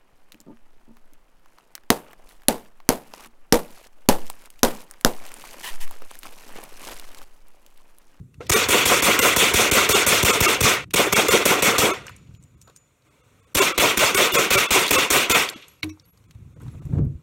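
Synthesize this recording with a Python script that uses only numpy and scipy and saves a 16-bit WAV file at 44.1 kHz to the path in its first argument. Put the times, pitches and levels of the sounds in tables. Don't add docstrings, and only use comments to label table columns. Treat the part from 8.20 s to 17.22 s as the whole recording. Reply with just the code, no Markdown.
import sys
import numpy as np
from scipy import signal
from scipy.fft import rfft, irfft, next_fast_len
from scipy.io import wavfile
from scipy.ndimage import uniform_filter1d

SR = 44100
rng = np.random.default_rng(int(sys.argv[2]) if len(sys.argv) > 2 else 0)


def store_wav(level_fs):
    pcm = np.round(np.clip(np.atleast_2d(level_fs), -1, 1) * 32767)
    wavfile.write(sys.argv[1], SR, pcm.T.astype(np.int16))


def undo_db(level):
    steps = np.asarray(level, float) / 20
    return 10 ** steps


N = 397782

# t/s, peak level/dB, bass kick/dB, choke/dB, low-mid echo/dB
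SHOTS = [(0.296, -8.5, 4.5, -32.5, -1.9), (0.487, -10.5, -2, -4.5, -2.2), (0.655, -8.5, -3.5, -1.5, -1.2),
         (0.823, -9.5, -3, -2, -1.8), (0.9903, -6.5, -14, 0.5, -1.8), (1.1626, -7, -3.5, -6, -2),
         (1.3381, -8.5, 5, -5.5, -2.1), (1.5135, -8.5, 2, -3.5, -2), (1.6901, -9, 1, 1, -1.8),
         (1.8646, -8.5, -1.5, 2.5, -3.1), (2.0282, -11, 10.5, -24, -1), (2.2051, -9, 8.5, -10, -0.5),
         (2.407, -10.5, 7.5, -17.5, -2.3), (2.738, -8.5, -1, -16, 0.6), (2.9254, -6.5, 3, -8.5, -0.5),
         (3.0839, -5.5, -2, -1, 0.4), (3.254, -6.5, -9, -1, .1), (3.423, -8.5, -5.5, -1.5, 0.6),
         (3.5816, -8, 1, -0.5, 1.2), (5.3496, -9, 5, -8, 1.3), (5.5784, -7, -3, -8.5, 1.1),
         (5.7724, -8, -6, -9, .1), (5.946, -9, -7, 0, 1.1), (6.1215, -9, -1, -1, 0.8),
         (6.305, -8, -5, -2.5, -1.2), (6.5066, -8.5, -2, 1.5, -0.4), (6.7079, -5.5, -5, -7.5, -0.2),
         (6.9029, -7.5, -7, -2, -0.7), (7.0973, -8, -3.5, 0, -0.5)]
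AIM_DB = [-1.1, 0.51, -0.5, 0.3, -0.31, .1, .1, 1, .1, -0.12, -0.19, .1, .1, .1, 0.64, 0.3, .1, 0.41, -1.5,
          -0.38, .1, -0.57, -0.63, -1.5, 0.53, 0.38, 0.32, -0.41, -0.075]
# t after the blast/s, level/dB
SHOT_LIFE = [(0, 3), (0.014, -0.5), (0.027, 0.6), (.085, 1.67), (.14, 0), (0.169, -1.5), (.22, -12.5),
             (.32, -25.5), (0.601, -57)]
ANCHOR_HZ = [100, 550, 2500, 13000]
# f/Hz, level/dB per Hz
BLAST_COLOUR = [
    [(25, -13.5), (280, -2), (450, 1), (850, -7.5), (1330, -3.5), (1720, -8), (2200, -2.5), (3000, -5.5), (3550, -5), (3900, -12), (4900, -11), (6500, -8.5), (10700, -13), (16000, -18)],
    [(25, -10.5), (280, -2.5), (450, -1), (850, -8.5), (1330, -5), (1720, -9), (2300, -3), (3000, -4.5), (3550, -4.5), (3900, -10.5), (4900, -9.5), (6800, -7.5), (10700, -11), (16000, -14)],
]
# treble/dB, wall echo ceiling/dB, tail stretch
STRINGS = [
    (0.6, -7.5, 0.97),
    (-0.5, -9, 0.95),
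    (-3, -7, 0.92),
]
KICK_DB = (-15, -22, -17)
KICK_LATE_S = (.0008, .0008, -.001)
# t/s, level/dB
HOLD_S = (.147, .147, .145)
RELEASE_DB = (-3, -6, -3)
TOP_DIES_DB_S = (139.5, 90, 100)
# t/s, width/s, bass level/dB, low-mid level/dB
SWELLS = [
    (.009, 0.0059, 15, 9),
    (0.067, 0.023, 4.5, 9.5),
]
# t after the blast/s, width/s, low-mid level/dB, treble level/dB
LULLS = [
    (0.039, 0.028, -1.5, -1),
    (0.12, 0.022, 4, -5.5),
    (0.05, 0.0097, 0, -1.5),
]
# t after the blast/s, level/dB, f/Hz
SLAPS = [
    [(.010, -10.5, 480), (.015, -19, 170), (.057, -8, 400), (.063, -5, 379.5), (.062, -19, 179), (.072, -15, 512), (.078, -12.5, 191.6), (.087, -11, 470), (.104, -12, 440), (.126, -5.5, 519), (.132, -18.5, 462), (.147, -18, 481.4)],
    [(.008, -10, 533), (.014, -8, 168.6), (.054, -7.5, 409), (.060, -2, 389), (.059, -2, 165.3), (.064, -11.5, 516), (.070, -22.5, 194), (.087, -4, 454), (.097, -12, 420), (.104, -18.5, 425), (.125, -12, 510), (.132, -9, 460), (.139, -5, 461)],
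    [(.006, -13.5, 560), (.010, -9, 195), (.014, -14, 169.4), (.050, -11, 400), (.056, -7, 420), (.055, -21, 180), (.069, -20, 518), (.071, -10, 190), (.082, -9, 420), (.122, -19, 502), (.138, -16.5, 420)],
]
# t/s, peak level/dB, centre f/Hz, brass ring level/dB
TICKS = [(0.1425, -50, 2620, -24), (0.2673, -36, 3610, -24), (2.7076, -34, 2690, -31),
         (3.867, -29.5, 5600, -27), (3.893, -37, 2625, -22), (3.964, -40, 7800, -21),
         (4.139, -53, 5920, -13), (4.149, -49, 3100, -27), (4.226, -49.5, 6940, -27),
         (4.2372, -48, 6970, -19), (4.415, -40, 6700, -22), (4.423, -44, 6840, -16),
         (4.498, -55, 6830, -15), (4.562, -36, 6570, -28.5), (4.5713, -45, 6900, -17),
         (4.822, -61.5, 4100, -40.5), (6.6645, -15, 3350, -37), (6.679, -13.5, 3760, -37),
         (6.691, -16, 2570, -43), (7.2887, -18.5, 3700, -41), (7.298, -23, 8500, -44),
         (7.364, -62, 9100, 5), (7.422, -46, 2814, -47), (7.4823, -40.5, 8200, -11),
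         (7.642, -31, 8950, -26.5), (7.695, -39, 2690, -36), (7.703, -50, 9500, -40),
         (7.8442, -55.5, 4670, -31.5), (7.8539, -56.5, 4390, 1), (7.9741, -53, 4560, -6),
         (8.109, -43, 3400, -29.5), (8.04, -55, 1500, -40), (4.476, -47, 3600, -33),
         (4.498, -52, 3300, -30), (8.149, -56, 2544, -36), (8.4, -56, 3380, -31), (8.418, -49, 7600, -30),
         (8.433, -52, 8200, -30), (8.466, -56, 7000, -30), (8.515, -58, 8000, 1), (8.481, -51, 3600, -30),
         (8.62, -63, 2900, -30), (8.6535, -51, 6500, -4), (8.71, -58, 7500, -30), (8.735, -57, 6000, -30),
         (8.848, -63.5, 6960, 2)]
# from t/s, f/Hz, t60/s
BRASS_HZ = [
    (0, 6982, .6),
    (5, 11410, .35),
    (7.95, 10880, .12),
    (8.05, 11410, .06),
    (8.5, 11050, .12),
    (8.6, 11700, .08),
]
# t/s, peak level/dB, centre f/Hz, t60/s
KNOCKS = [(0.206, -37, 484, 0.17), (.207, -47, 1230, 0.11), (.212, -56, 2220, 0.069),
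          (3.91, -61, 2300, 0.33), (7.33, -56, 3200, 0.43), (.142, -70, 1400, .04), (3.83, -53, 480, 0.22),
          (7.358, -44, 239, 0.15), (4.474, -57.5, 1160, 0.11), (4.478, -58, 550, 0.053),
          (4.494, -61.5, 1260, .09), (4.497, -59, 560, .06), (3.868, -44, 1390, 0.037),
          (3.895, -45, 1370, 0.048), (4.108, -69, 1310, .05), (7.774, -63, 912, 0.02),
          (8.405, -56.5, 1190, 0.13), (8.426, -51.5, 454, 0.068), (8.464, -55, 814, 0.067),
          (8.54, -63, 1100, .08), (3.881, -41, 2300, 0.027), (4.073, -69, 2780, 0.036),
          (7.798, -51.5, 4550, 0.0097), (7.425, -51.5, 2900, .08), (7.44, -60, 3300, .05),
          (8.483, -57, 1300, 0.041), (8.652, -65, 1050, 0.044), (8.78, -59, 1400, .04),
          (8.855, -67, 1200, 0.037)]
# t/s, peak level/dB
MAGAZINE = [
    (7.63, -13),
]
# f/Hz, level/dB, t60/s
MAGAZINE_MODES = [(91.5, -10, 0.38), (311, -0.5, 0.26), (1126, -41, 0.35), (2261, -19, 0.055),
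                  (2760, 3.5, 0.11), (3840, -26, 0.05), (4400, -2, 0.055), (5320, -24, 0.036),
                  (5663, -15, 0.097), (5943, -15.5, 0.046)]
# f/Hz, level/dB, t60/s
BOUNCE_MODES = [(2240, -11, 0.099), (2600, -11, 0.1), (3920, -9, 0.12), (5426, -12, 0.11),
                (5630, -8.5, 0.12), (6010, -11, 0.077), (1106, -16, .12)]
# t/s, peak level/dB, f/Hz, flutter level/dB
THUDS = [(2.054, -30, 172, -15), (2.439, -11, 99.6, -22), (2.447, -14, 199.5, -31), (4.089, -31, 120, -61),
         (4.139, -34, 110, -65.5), (6.15, -17, 251, -14), (6.353, -15, 132, -20), (8.153, -32.5, 89.4, -53),
         (8.366, -43.5, 106, -48), (8.451, -26, 131, -53), (8.55, -30, 101, -47), (8.614, -45, 139, -43),
         (8.651, -20, 106, -55), (8.665, -19, 118, -47), (8.697, -20, 91.5, -48), (8.732, -8, 141.6, -36),
         (8.752, -28, 153, -37), (8.782, -16, 102, -32.5), (8.795, -27, 118, -47), (8.806, -11, 121, -43),
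         (8.831, -30, 96.5, -50), (8.848, -17, 170, -51), (8.864, -13, 99.6, -55), (8.952, -25, 70.2, -58)]
# t/s, rumble level/dB
GUST = [(0, -39), (.13, -52.5), (.28, -39.5), (2.66, -41.5), (3.8, -47.5), (4.1, -47), (4.46, -56.5),
        (4.52, -63.5), (4.83, -79), (4.87, -60.5), (7.6, -65), (8.14, -51), (8.16, -44), (8.34, -47),
        (8.5, -37.5), (8.63, -38), (8.8, -17), (9.02, -50.5)]
# from t/s, hiss level/dB, leaf rustle level/dB
SPOTS = [
    (0, -76.5, -73),
    (2.648, -71, -78),
    (2.74, -70.5, -76),
    (4.85, -64.5, -75),
    (7.3, -67.5, -74),
    (8.4, -61.5, -67),
    (8.79, -69.5, -75),
]
# f/Hz, level/dB per Hz
WIND = [(12, -51), (20, -24), (56, 1.5), (134, 7), (216, -6.5), (248, -7.5), (344, -15.5), (400, -23),
        (520, -36), (880, -120)]
AIR = [(150, -37), (250, -1.5), (373, -7), (460, -2), (800, -11), (1250, -8.5), (1750, -14), (2400, -11.5),
       (3000, -15.5), (3500, -16.5), (4800, -24), (7000, -19.5), (16000, -33)]
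FAR_COLOUR = [(150, -8), (450, -1), (850, -12), (1300, -7), (1750, -14), (2400, 0), (3600, -7.5),
              (4900, -9.5), (7000, -12.5), (11000, -24.5)]
# f/Hz, width/octaves, level/dB
BODY = [(643, 0.11, -4.5), (821, 0.077, -5), (1050, 0.057, 1.5), (1720, 0.08, -3.5), (3100, 0.087, -3.5),
        (4910, 0.097, -4), (10680, 0.078, -5), (12800, 0.084, 2)]
# t/s, lines kept within this of the strongest/dB
STARVED = [(.351, 9), (1.009, 9), (1.739, 10), (2.122, 9), (2.271, 9), (2.950, 7), (3.098, 9), (3.724, 9),
           (4.190, 12), (4.362, 12), (4.897, 12), (5.024, 10), (5.217, 12), (5.259, 10), (5.407, 9),
           (5.537, 9), (5.962, 9), (6.129, 7), (6.175, 9), (6.368, 9), (6.478, 8), (6.773, 9), (7.136, 9),
           (7.351, 12), (7.713, 16), (7.840, 11), (7.918, 8), (8.075, 11), (8.350, 10), (8.609, 10)]
# from f/Hz, to f/Hz
BEST_LINE_BANDS = [(360, 560), (1050, 1250), (1270, 1500), (2080, 2330), (2520, 2950), (3330, 3680),
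                   (6000, 7200), (8200, 9100), (13000, 15400)]
# t/s, from f/Hz, to f/Hz
GUTTED = [(1.009, 3100, 8200), (2.122, 3000, 7000), (2.271, 3000, 16000), (2.950, 3700, 15000),
          (2.950, 600, 2000), (5.962, 2400, 8200), (6.129, 3600, 13000), (6.129, 800, 2700),
          (6.368, 2400, 6700), (6.773, 2800, 8200), (.351, 2450, 3300)]
# t/s, half length/s, above f/Hz
HUSHED = [(.283, .008, 5000), (.814, .006, 4500), (.981, .006, 10500), (1.155, .005, 10000),
          (1.507, .005, 2500), (1.858, .004, 5000), (2.696, .008, 900), (2.732, .003, 900),
          (3.418, .003, 6500), (3.577, .003, 7500), (5.341, .005, 200), (5.571, .004, 6500),
          (6.111, .007, 9500), (6.298, .004, 7000), (6.500, .003, 5000), (6.895, .004, 7000),
          (7.619, .007, 600)]
TOP_HZ = (15850, 16800)
# t/s, from f/Hz, to f/Hz
APART = [
    (.878, 5600, 7000),
    (.901, 14400, 15900),
    (1.95, 4200, 5400),
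    (5.435, 10300, 11800),
    (5.875, 4100, 5900),
    (5.875, 6800, 11200),
]

SPLICE_S = 2.648


def shape(x, table):
    size = next_fast_len(x.shape[-1])
    hz, db = np.transpose(table)
    f = np.log(np.fft.rfftfreq(size, 1 / SR) + 1)
    gain = undo_db(np.interp(f, np.log(hz), db, -90, -90))
    y = irfft(rfft(x, size) * gain, size)[:x.shape[-1]]
    return y / np.std(y)


def band(x, hz, width):
    return signal.lfilter(*signal.iirpeak(min(hz, .4 * SR), hz / width, SR), x)


def add(out, t, x):
    i = int(t * SR)
    out[i:i + len(x)] += x[:len(out) - i]


def walk(rate):
    k = int(SR / rate)
    return 1.3 * uniform_filter1d(np.repeat(rng.standard_normal(N // k + 1), k), k)[:N]


def noise(t):
    return rng.standard_normal(len(t))


def string_of(at):
    return int(at > 2.6) + int(at > 5)


def since_shot(t):
    fired = np.append(-9, np.transpose(SHOTS)[0])
    return t - fired[np.searchsorted(fired, t) - 1]


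def scatter(size, spread_db):
    x = rng.standard_normal(size) * undo_db(spread_db * rng.exponential(size=size))
    return x / np.std(x)


def carbine():
    size = 24576
    out, t = np.zeros(N), np.arange(size) / SR
    f = np.log(np.fft.rfftfreq(size, 1 / SR) + 1)
    centres = np.log(50 * 2 ** np.arange(0, 8.5, .75))
    shares = [np.interp(f, centres, row) for row in np.eye(len(centres))]
    anchors = np.log(ANCHOR_HZ)
    weights = np.array([np.interp(centres, anchors, row) for row in np.eye(len(anchors))]).T
    spots = [rfft(shape(scatter(size, 2.0), c)) for c in BLAST_COLOUR]
    same = 0.44 * np.clip((np.log(3000) - f) / 1.9, 0, 1)
    for (at, db, bass_db, _, full_db), aim_db in zip(SHOTS, AIM_DB):
        string, who = string_of(at), int(at > 5)
        _, ceiling_db, stretch = STRINGS[string]
        echo_db = ceiling_db - db
        own = rfft(shape(scatter(size, 2.2), BLAST_COLOUR[who]))
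        wave = np.sqrt(same) * spots[who] + np.sqrt(1 - same) * own
        late = np.clip((t - .012) / 0.0067, 0, 1)
        age = t / (1 + (stretch - 1) * late)
        level = blast_levels(t, age, string) + echo_db * late
        level[1:3] += np.outer((full_db, aim_db), late)
        patches = 1.6 * rng.standard_normal((len(centres), 33))
        shot = np.zeros(size)
        for weight, share, patch in zip(weights, shares, patches):
            band_db = weight @ level + np.interp(t, np.arange(33) / 40, patch)
            shot += undo_db(band_db) * irfft(wave * share, size)
        shot += undo_db(KICK_DB[string] + 10.5 + bass_db) * heave(np.maximum(t - KICK_LATE_S[string], 0))
        for lag, slap_db, hz in SLAPS[string]:
            near = t[:512] - t[256] - 0.00023 * rng.standard_normal()
            add(shot, lag - t[256], undo_db(echo_db + slap_db) * lump(near, hz, .8))
        if at < SPLICE_S:
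            shot *= np.clip((SPLICE_S - at - t) / 0.0049, 0, 1)
        out[int(at * SR):] *= undo_db(-6)
        add(out, at - .001, undo_db(db - 7.0) * shot * np.minimum(t / 0.0019, 1))
    return out


def blast_levels(t, age, string):
    swells = [np.outer((b, m), np.exp(-((age - s) / w) ** 2)) for s, w, b, m in SWELLS]
    bass, low_mid = sum(swells)
    bass = bass - 9 - 43 * np.clip(age - .07, 0, .1) - 2.5
    low_mid = low_mid - 4 + 3 * np.clip(age / 0.065, 0, 1)
    low_mid -= np.exp(-((age - .055) / 0.0049) ** 2)
    mid = 3 * np.exp(-((age - .058) / 0.026) ** 2)
    treble = np.maximum(3 - 98.5 * age, -22.5) + STRINGS[string][0]
    since_hold = age - HOLD_S[string]
    treble = treble - TOP_DIES_DB_S[string] * np.clip(since_hold, 0, .04)
    level = np.array([bass, low_mid, mid, treble]) + np.interp(age, *np.transpose(SHOT_LIFE))
    level += RELEASE_DB[string] * np.clip(since_hold / 0.016, 0, 1)
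    lull_s, width, low_db, high_db = LULLS[string]
    level[1:] += np.outer((low_db, high_db, high_db), np.exp(-((t - lull_s) / width) ** 2))
    return level


def heave(t):
    phase = 2 * np.pi * (38 * t + 700 * .0055 * (1 - np.exp(-t / .0055))) + 1.
    return np.cos(phase) * (t / .0115) ** 2 * np.exp(2 - 2 * t / .0115 - (t / .027) ** 4)


def lump(t, hz, turns):
    return np.cos(2 * np.pi * hz * t + 0.45) * np.exp(-(t * hz / turns) ** 2)


def magazine():
    out, t = np.zeros(N), np.arange(SR // 2) / SR
    (at, db), = MAGAZINE
    body = sum(undo_db(g - 60 * t / t60) * np.sin(2 * np.pi * hz * t) for hz, g, t60 in MAGAZINE_MODES[:3])
    body *= 1 - np.exp(-(t / 0.023) ** 2)
    body *= np.exp(-(t / 0.17) ** 3)
    thud = band(noise(t), 120, 120) * undo_db(6.0 - 60 * t / 0.19)
    body += thud * (1 - np.exp(-t / 0.0051))
    crack = noise(t) * undo_db(-60 * t / 0.036)
    shell_gains = (990, 1.06), (2330, 3.3), (2700, 1.1), (3800, 1.6), (5750, 0.6)  # Hz, gain
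    shell = sum(g * band(band(crack, hz, 590), hz, 1060) for hz, g in shell_gains)
    shell += 0.12 * band(crack, 6700, 11000)
    add(out, at, undo_db(db - 2.5) * body + undo_db(db + 2.5) * shell)
    bounce = sum(undo_db(g - 60 * t / min(t60, .1)) * np.sin(2 * np.pi * hz * t) for hz, g, t60 in BOUNCE_MODES)
    add(out, at + .063, undo_db(db - 24) * bounce)
    return out


def gravel():
    out, t = np.zeros(N), np.arange(SR // 3) / SR
    for at, db, hz, ring_db in TICKS:
        t60 = 0.031 * (3500 / hz) ** .4
        burst = noise(t) * undo_db(-60 * t / max(t60, .004))
        tick = 1.5 * band(band(burst, hz, 0.7 * hz), hz, 0.59 * hz)
        tick += 0.16 * band(burst, 6700, 11000)
        tick += (0.9 if hz < 5000 else 0.45) * band(burst, 3200, 4000)
        add(out, at, undo_db(db) * (tick + brass(t, at, ring_db)))
    for at, db, hz, t60 in KNOCKS:
        t60 = max(t60, .01)
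        burst = noise(t) * undo_db(-60 * t / t60)
        knock = 16.6 * band(band(burst, hz, .5 * hz), hz, .5 * hz)
        echo = band(band(noise(t), 2600, 3500), 2600, 7000) * undo_db(-60 * t / (6.5 * t60))
        add(out, at, undo_db(db) * (knock + 0.5 * echo + 4.9 * lump(t - 0.88 / hz, hz, 1.0)))
    return out


def brass(t, at, ring_db):
    wobble = uniform_filter1d(noise(t), size=300) * (40 + 30 * (at > 5))
    _, hz, t60 = [row for row in BRASS_HZ if row[0] <= at][-1]
    ring = np.sin(2 * np.pi * hz * t + wobble / 8) * undo_db(-60 * t / t60)
    overtone = np.sin(2 * np.pi * 11450 * t + wobble) * undo_db(-6.5 - 60 * t / 0.16)
    return (ring + overtone * (at < 5)) * undo_db(ring_db + wobble) * (at > 3.8)


def thuds():
    out, t = np.zeros(N), np.arange(SR // 10) / SR
    for at, db, hz, flutter_db in THUDS:
        flutter = band(band(noise(t), 250, 440), 400, 780) * np.exp(-((t - .018) / 0.0094) ** 2)
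        push = undo_db(db - 1.5) * lump(t - .02, hz, .6)
        add(out, at - .014, push + undo_db(min(flutter_db, -24) + 14) * flutter)
    return out


def outdoors():
    t = np.arange(N) / SR
    wind_db = np.interp(t, *np.transpose(GUST))
    start, hiss_db, rustle_db = np.transpose(SPOTS)
    spot = np.clip(np.searchsorted(start, t) - 1, 0, None)
    who = (t > 5).astype(int)
    far_start_db, far_t60 = np.take((-39, -33), who), np.take((0.97, 0.85), who)
    far_db = far_start_db - 60 * since_shot(t) / far_t60
    far_db -= 40 * ((t > SPLICE_S) & (t < SPLICE_S + .1))
    leaf_db = np.maximum(rustle_db[spot], far_db - 14)
    lumps = walk(30)
    wind = shape(noise(t), WIND) * undo_db(wind_db + 1.6 * lumps)
    buffet = band(band(band(noise(t), 320, 220), 320, 340), 360, 340)
    buffet = buffet / np.std(buffet) * undo_db(1.3 * wind_db - 10.0 + 3.0 * np.tanh(lumps))
    air = shape(noise(t), AIR) * undo_db(hiss_db[spot] + 3.0 + walk(1.9))
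    wind_floor = undo_db(-66.5) * shape(noise(t), WIND)
    far = undo_db(far_db + 2.0 * walk(27)) * shape(noise(t), FAR_COLOUR)
    leaves = band(band(scatter(N, 0.99), 8000, 7900), 9000, 11000)
    leaves = leaves / np.std(leaves) * undo_db(leaf_db - 4.0 + walk(22))
    return wind + buffet + air + wind_floor + far + leaves


def scene():
    return np.tile(carbine() + gravel() + magazine() + thuds() + outdoors(), (2, 1))


def camera_body(x):
    size = next_fast_len(N)
    octave = np.log2(np.fft.rfftfreq(size, 1 / SR) + 1)
    gain_db = sum(db * np.exp(-((octave - np.log2(hz)) / w) ** 2) for hz, w, db in BODY)
    return irfft(rfft(x, size) * undo_db(gain_db), size)[:N]


def flicker(x):
    f, _, z = signal.stft(x, SR, nperseg=1024)
    f = f[:, None]
    power = uniform_filter1d(abs(z) ** 2, size=4, axis=0)
    weak = power <= np.max(power[40:], axis=0) * undo_db(-2 * 36.)
    flecks = np.repeat(rng.standard_normal((33, z.shape[1])), 16, axis=0)[:len(f)]
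    grain = np.repeat(rng.standard_normal((257, z.shape[1])), 2, axis=0)[:len(f)]
    z = z * undo_db(1.5 * flecks * np.clip(f / 4000 - .4, 0, 1))
    z = z * undo_db(2 * grain * (f > 300))
    return signal.istft(z * (~weak | (f < 4000)), SR, nperseg=1024)[1][:N]


def choke(x):
    dip_db, t = np.zeros(N), np.arange(SR // 20) / SR
    for at, _, _, choke_db, _ in SHOTS:
        dip_s = (.0152, .016, .015)[string_of(at)]
        add(dip_db, at, choke_db * np.exp(-((t - dip_s) / .0038) ** 2))
    high = signal.sosfiltfilt(signal.butter(3, 500, "high", fs=SR, output="sos"), x)
    return x - high * (1 - undo_db(np.minimum(dip_db, 0)))


def starve(x):
    size = 1536
    w, k = np.sin(np.pi * (np.arange(size) + .5) / size), np.arange(size // 2 + 1)
    edges = np.array(BEST_LINE_BANDS) * size // SR
    for at, keep_db in STARVED:
        i = int(at * SR) - size // 2
        z = rfft(w * x[i:i + size])
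        heard = abs(z) * k ** .28
        strongest = np.max(heard[12:])
        best = np.zeros(len(k), bool)
        for lo, hi in edges:
            j = lo + np.argmax(heard[lo:hi])
            best[j - 1:j + 2] = heard[j] > strongest * undo_db(-1.3 * keep_db)
        keep = best | (heard > strongest * undo_db(-.15 * keep_db)) | ((k < 5) & (keep_db > 8.5))
        for lost_s, lo, hi in GUTTED:
            keep[lo * size // SR:hi * size // SR] &= lost_s != at
        change = np.interp(k, (8, 10, 60), (1, 1.6, 1.7)) * keep - .93
        x[i:i + size] += w * irfft(z * change, size)
    for at, half, hz in HUSHED:
        i = int(at * SR) - size // 2
        high = signal.sosfiltfilt(signal.butter(4, hz, "high", fs=SR, output="sos"), x[i:i + size])
        x[i:i + size] -= high * np.exp(-((np.arange(size) - size / 2) / SR / half) ** 6)
    steady, attack = (signal.sosfiltfilt(signal.ellip(8, .2, 40, hz, fs=SR, output="sos"), x) for hz in TOP_HZ)
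    return steady + (attack - steady) * np.exp(-(since_shot(np.arange(N) / SR) / .009) ** 2)


def apart(x):
    side, t = np.zeros(N), np.arange(N) / SR
    for at, lo, hi in APART:
        near = slice(int((at - .05) * SR), int((at + .05) * SR))
        bandpass = signal.ellip(5, .5, 60, (lo, hi), "band", fs=SR, output="sos")
        late = signal.sosfilt(bandpass, np.roll(x, 300)[near])
        side[near] += undo_db(-4) * late * np.exp(-((t[near] - at) / .014) ** 4)
    return np.array([x + side, x - side])


def low_pass(x):
    return signal.sosfilt(signal.butter(12, 16980, fs=SR, output="sos"), x)


def record(dry):
    rounded = np.tanh(1.554 * camera_body(dry[0])) / 1.775
    mix = apart(starve(choke(flicker(rounded))))
    return low_pass(mix)


dry = scene()
out = record(dry)
store_wav(out)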